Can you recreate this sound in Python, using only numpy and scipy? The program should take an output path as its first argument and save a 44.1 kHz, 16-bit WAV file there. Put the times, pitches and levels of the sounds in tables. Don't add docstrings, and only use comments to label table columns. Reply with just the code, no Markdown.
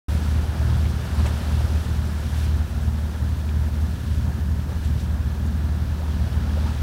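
import sys
import numpy as np
from scipy import signal
from scipy.fft import rfft, irfft
from scipy.io import wavfile

SR = 44100
rng = np.random.default_rng(int(sys.argv[2]) if len(sys.argv) > 2 else 0)


def unload_audio(sound):
    columns = np.transpose(np.atleast_2d(sound))
    steps = np.round(np.clip(columns, -1, 1) * 32767)
    wavfile.write(sys.argv[1], SR, steps.astype(np.int16))


N = 300762
TIME = np.arange(N) / SR


def gain_of(db):
    return 10 ** (np.asarray(db) / 20)


def evened(x):
    return x / np.sqrt(np.mean(x ** 2) + 1e-20)


def follow(rows, column=1):
    rows = np.asarray(rows)
    return np.interp(TIME, rows[:, 0], rows[:, column])


def hump(s, length):
    return np.exp(-(2 * (TIME - s) / length) ** 2)


def colour(x, tone):
    hz, db = np.transpose(tone)
    f = np.fft.rfftfreq(N, 1 / SR)
    curve_db = np.interp(np.log(f + 1), np.log(hz), db, left=-80, right=-80)
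    return evened(irfft(rfft(x) * gain_of(curve_db), N))


def drift(rate_hz):
    f = np.fft.rfftfreq(N, 1 / SR)
    slow_only = (f > 0) * np.exp(-(f / rate_hz) ** 2)
    return evened(irfft(rfft(rng.standard_normal(N)) * slow_only, N))


def add(mix, s, sound):
    part = mix[max(round(s * SR), 0):][:len(sound)]
    part += sound[:len(part)]


def firing(turns, tones, waver_db, waver_hz, skew, locked_hz):
    top_db = max(db for _, db in tones)
    shaft_hz = np.mean(np.diff(turns)) * SR
    out = np.zeros(N)
    for multiple, db in tones:
        waver = evened(gain_of(waver_db * (db < top_db) * drift(waver_hz)))
        scatter = 2 * np.clip(multiple * shaft_hz / locked_hz - 1, 0, .5)
        shift = skew + rng.uniform(-np.pi, np.pi) * scatter
        out += gain_of(db) * waver * np.cos(2 * np.pi * multiple * turns + shift)
    return evened(out)


def main_engine(turns, choke_db):
    # multiple of the shaft speed, relative level in dB.
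    tones = [(4, 2), (6, -11), (7, -22), (8, -21.5), (10, -22.5), (11, -23), (12, -19.5), (14, -26)]
    # time in seconds, level in dB.
    loudness = [(0, -21), (1.4, -20), (3.7, -21.5), (4.4, -24), (5.9, -22.5), (6.6, -21)]
    throb = firing(turns, tones, waver_db=3, waver_hz=1.47, skew=0.66, locked_hz=111)
    return throb * gain_of(follow(loudness) - choke_db + 1.44 * drift(25))


def second_engine(turns, choke_db):
    # multiple of the shaft speed, relative level in dB.
    tones = [(1, -29), (2, 5), (3, -1), (4, 2), (5, -8), (6, -6), (7, -17), (8, -14.5), (9, -25)]
    # time in seconds, level in dB.
    loudness = [(0.3, -30), (0.75, -26.5), (1.6, -29), (2.3, -31), (2.7, -23.5), (3.05, -33.5), (3.9, -29),
                (5.1, -26), (5.9, -30), (6.8, -26.5)]
    drone = firing(turns, tones, waver_db=2.5, waver_hz=1.0, skew=0.55, locked_hz=110.6)
    return drone * gain_of(follow(loudness) - choke_db)


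def burble(puffs, choke_db):
    # frequency in Hz, relative level in dB.
    tone = [(22, -25), (38, -21), (52, -7), (76, 1), (100, -0.5), (135, -5), (180, -6), (225, -7),
            (265, -14.5), (310, -20), (500, -32)]
    # time in seconds, level in dB.
    loudness = [(0.1, -30), (1.4, -30), (2.7, -33.5), (3.4, -31.5), (4.3, -29.5), (5.4, -32), (6.7, -30.5)]
    return colour(rng.standard_normal(N) * puffs, tone) * gain_of(follow(loudness) - choke_db)


def clatter(puffs):
    # frequency in Hz, relative level in dB.
    tone = [(500, 0.5), (830, -9), (950, 5.5), (1100, -9.5), (1420, -8), (1570, -5.5), (1710, 4),
            (1800, -5.5), (1950, -15), (3000, -21)]
    return colour(rng.standard_normal(N) * puffs, tone) * gain_of(-52)


def engines():
    # time in seconds, turns per second.
    second_speed = [(0, 29.36), (0.8, 29.42), (1.6, 29.3), (2.2, 29.16), (2.8, 29.1), (3.5, 29.27),
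                    (4.3, 29.35), (6, 29.07), (6.8, 29.04)]
    # middle in seconds, dip in dB, length in seconds.
    chokes = [(0.54, 7, 0.17), (1.028, 10, .18), (1.43, 11, .13), (1.682, 7, 0.045), (1.86, 2.5, .2),
              (2.207, 5.5, 0.32), (2.689, 12, 0.096), (3.148, 9.5, .13), (3.41, 5.5, 0.21),
              (3.71, 4, 0.053), (4.007, 8, 0.12), (4.71, 5, 0.23), (5.002, 6, .06), (5.333, 5, .09),
              (5.96, 3.5, 0.38), (6.297, 6.5, 0.075), (6.75, 6, 0.085)]
    main_shaft_hz = 19.043
    main_turns = main_shaft_hz * TIME + rng.random()
    second_turns = np.cumsum(follow(second_speed)) / SR + rng.random()
    choke_db = sum(dip * hump(s, length) for s, dip, length in chokes)
    puffs = 1 + 0.35 * np.cos(2 * np.pi * 2 * main_turns) + 0.29 * np.cos(2 * np.pi * second_turns)
    throb = main_engine(main_turns, choke_db) + second_engine(second_turns, 0.74 * choke_db)
    return throb + burble(puffs, 0.084 * choke_db) + clatter(puffs)


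def wind():
    gusts = rng.standard_normal(N) * gain_of(1.8 * drift(4))
    return gain_of(-44) * colour(gusts, [(8, -9), (20, 3), (35, 5), (80, -16), (250, -14.5), (600, -55)])


def bubbles(low_hz, high_hz, per_s, cycles, spread_db, sizes=28):
    out = np.zeros(N)
    for hz in np.geomspace(low_hz, high_hz, sizes):
        age = np.arange(int(4 * cycles / hz * SR) + 2) * hz / SR / cycles
        fade = np.exp(-2 * age) * (1 - np.exp(-20 * age))
        ring = fade * np.sin(2 * np.pi * cycles * age * (1 + 0.026 * age))
        starts = rng.random(N) < per_s / sizes / SR
        strengths = gain_of(spread_db * np.minimum(rng.standard_exponential(N), 4))
        out += signal.oaconvolve(starts * strengths, ring * hz)[:N]
    return evened(out)


def water(tone, pops, near_share, flicker_db, flicker_hz):
    far = np.sqrt(1 - near_share) * colour(rng.standard_normal(N), tone)
    near = np.sqrt(near_share) * colour(pops, tone)
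    return evened((far + near) * gain_of(flicker_db * drift(flicker_hz)))


def wake():
    # time in seconds, crest level in dB, fizz level in dB.
    swells = [(0.1, -43.5, -50), (0.45, -46, -53.5), (1.55, -44, -51), (2.1, -47.3, -53.5),
              (2.95, -49.5, -55), (3.75, -49.5, -55.5), (4.5, -51.5, -57.5), (5.65, -50.5, -58.5),
              (6.8, -45.5, -57)]
    # middle and length in seconds, change of churn and of hiss in dB.
    breakers = [(0.64, 0.18, 2, 0), (1.24, 0.16, 1.5, 1.5), (2.407, 0.22, 1, 4), (4.1, 0.4, -1.5, 1.6),
                (4.265, 0.13, 2.5, -0.5), (4.84, 0.2, .5, 2.5), (5.018, .1, -2, 2), (6.803, 0.087, -2, 1.5)]
    # frequency in Hz, relative level in dB.
    churn_tone = [(200, -14), (310, -1), (375, 2), (420, -3), (650, -2.5), (820, -4.5), (950, -5.5),
                  (1120, -7.5), (1400, -5.5), (1570, -7.5), (1750, -8.5), (1950, -14.5), (2600, -27),
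                  (5000, -63)]
    crest_tone = [(900, -6), (1800, -2), (2300, -1), (3400, 0), (4700, -3.5), (5800, -6.5), (6800, -12),
                  (10000, -13.5), (16000, -38)]
    fizz_tone = [(3000, -27), (5500, 1), (7000, -2), (9000, -1.5), (12000, -3.5), (15800, -12)]
    large = bubbles(306, 1890, per_s=350, cycles=5.2, spread_db=1.0)
    small = bubbles(1826, 6420, per_s=1100, cycles=7.2, spread_db=0.5)
    fine = bubbles(5540, 14800, per_s=2000, cycles=4, spread_db=1)
    churn = water(churn_tone, large, near_share=0.22, flicker_db=0.5, flicker_hz=12)
    crest = water(crest_tone, small, near_share=0.26, flicker_db=0.5, flicker_hz=30)
    fizz = water(fizz_tone, fine, near_share=0.39, flicker_db=0.75, flicker_hz=30)
    crest_db, fizz_db = follow(swells, column=1), follow(swells, column=2)
    heave_db = sum(db * hump(s, length) for s, length, db, _ in breakers)
    hiss_db = sum(db * hump(s, length) for s, length, _, db in breakers) + 0.37 * drift(4.3)
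    churn_db = -42 + 0.71 * (crest_db - crest_db.mean()) + heave_db
    hiss = crest * gain_of(crest_db + hiss_db) + fizz * gain_of(fizz_db + hiss_db)
    return churn * gain_of(churn_db) + hiss


def far_sea():
    # frequency in Hz, relative level in dB.
    tone = [(2000, -4), (6000, 1.5), (10000, -8), (13000, 1), (15800, 1)]
    return colour(rng.standard_normal(N), tone) * gain_of(-57.5)


def gulps(roughness):
    # start in seconds, level in dB, first and last Hz, length in seconds.
    pockets = [(0.436, -36, 755, 800, 0.023), (0.603, -37.5, 590, 680, 0.025),
               (0.931, -39, 1185, 1420, 0.044), (1.252, -33, 553, 640, 0.025), (3.628, -42, 900, 930, .03),
               (5.996, -35.5, 483, 906, 0.049), (6.566, -30.5, 400, 760, 0.0254),
               (6.64, -36, 776, 990, 0.038), (6.665, -46, 1140, 1480, 0.035)]
    out = np.zeros(N)
    shake = evened(1 + roughness * drift(120))
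    for s, db, start_hz, end_hz, length in pockets:
        hz = np.geomspace(start_hz, end_hz, round(length * SR))
        swell = np.sin(np.linspace(0, np.pi, len(hz)))
        add(out, s, gain_of(db) * swell * np.sin(2 * np.pi * np.cumsum(hz) / SR))
    return out * shake


def splashes(rows, width_octaves, rise_s):
    out, t = np.zeros(N), np.arange(SR // 2) / SR
    f = np.fft.rfftfreq(len(t), 1 / SR) + 1
    for s, db, hz, length in rows:
        band = 1 / (1 + (np.log2(f / hz) / width_octaves) ** 2)
        noise = evened(irfft(rfft(rng.standard_normal(len(t))) * band, len(t)))
        swell = (1 - np.exp(-t / rise_s)) * np.exp(-2 * t / length)
        add(out, s - rise_s, gain_of(db) * noise * swell / swell.max())
    return out


def slaps():
    # time in seconds, top level in dB, pitch in Hz, length in seconds.
    hits = [(0.615, -44, 700, .03), (1.05, -37.5, 800, .03), (1.19, -39, 1000, 0.044),
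            (1.255, -36.5, 900, 0.035), (1.605, -41, 700, 0.032), (3.686, -42, 700, .012),
            (4.26, -45, 570, 0.054), (4.689, -38, 476, 0.058), (4.72, -43, 845, .045),
            (5.35, -38.5, 620, 0.012), (6.63, -46, 750, 0.055)]
    return splashes(hits, width_octaves=0.58, rise_s=0.003)


def spits():
    # time in seconds, top level in dB, pitch in Hz, length in seconds.
    bursts = [(0.855, -39.5, 2300, .012), (1.258, -37.5, 2380, 0.038), (1.262, -41, 6600, 0.025),
              (3.491, -43.5, 2660, 0.01), (4.599, -49, 3000, .012), (4.848, -48, 7350, .03),
              (4.995, -46.5, 3550, 0.016), (5.003, -47, 6500, 0.018), (5.462, -51, 6500, .028)]
    return splashes(bursts, width_octaves=0.37, rise_s=0.0022)


def scene():
    mix = slaps() + spits() + far_sea() + engines() + wind() + wake() + gulps(roughness=0.77)
    return mix[None]


def record(dry):
    silent_s, fade_in_s, top_hz = 0.083, 0.002, 15900
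    fade_in = np.clip((TIME - silent_s) / fade_in_s, 0, 1)
    treble_cut = signal.firwin(801, top_hz, window=("kaiser", 9), fs=SR)
    return signal.oaconvolve(dry * fade_in, treble_cut[None], "same")


dry = scene()
out = record(dry)
unload_audio(out)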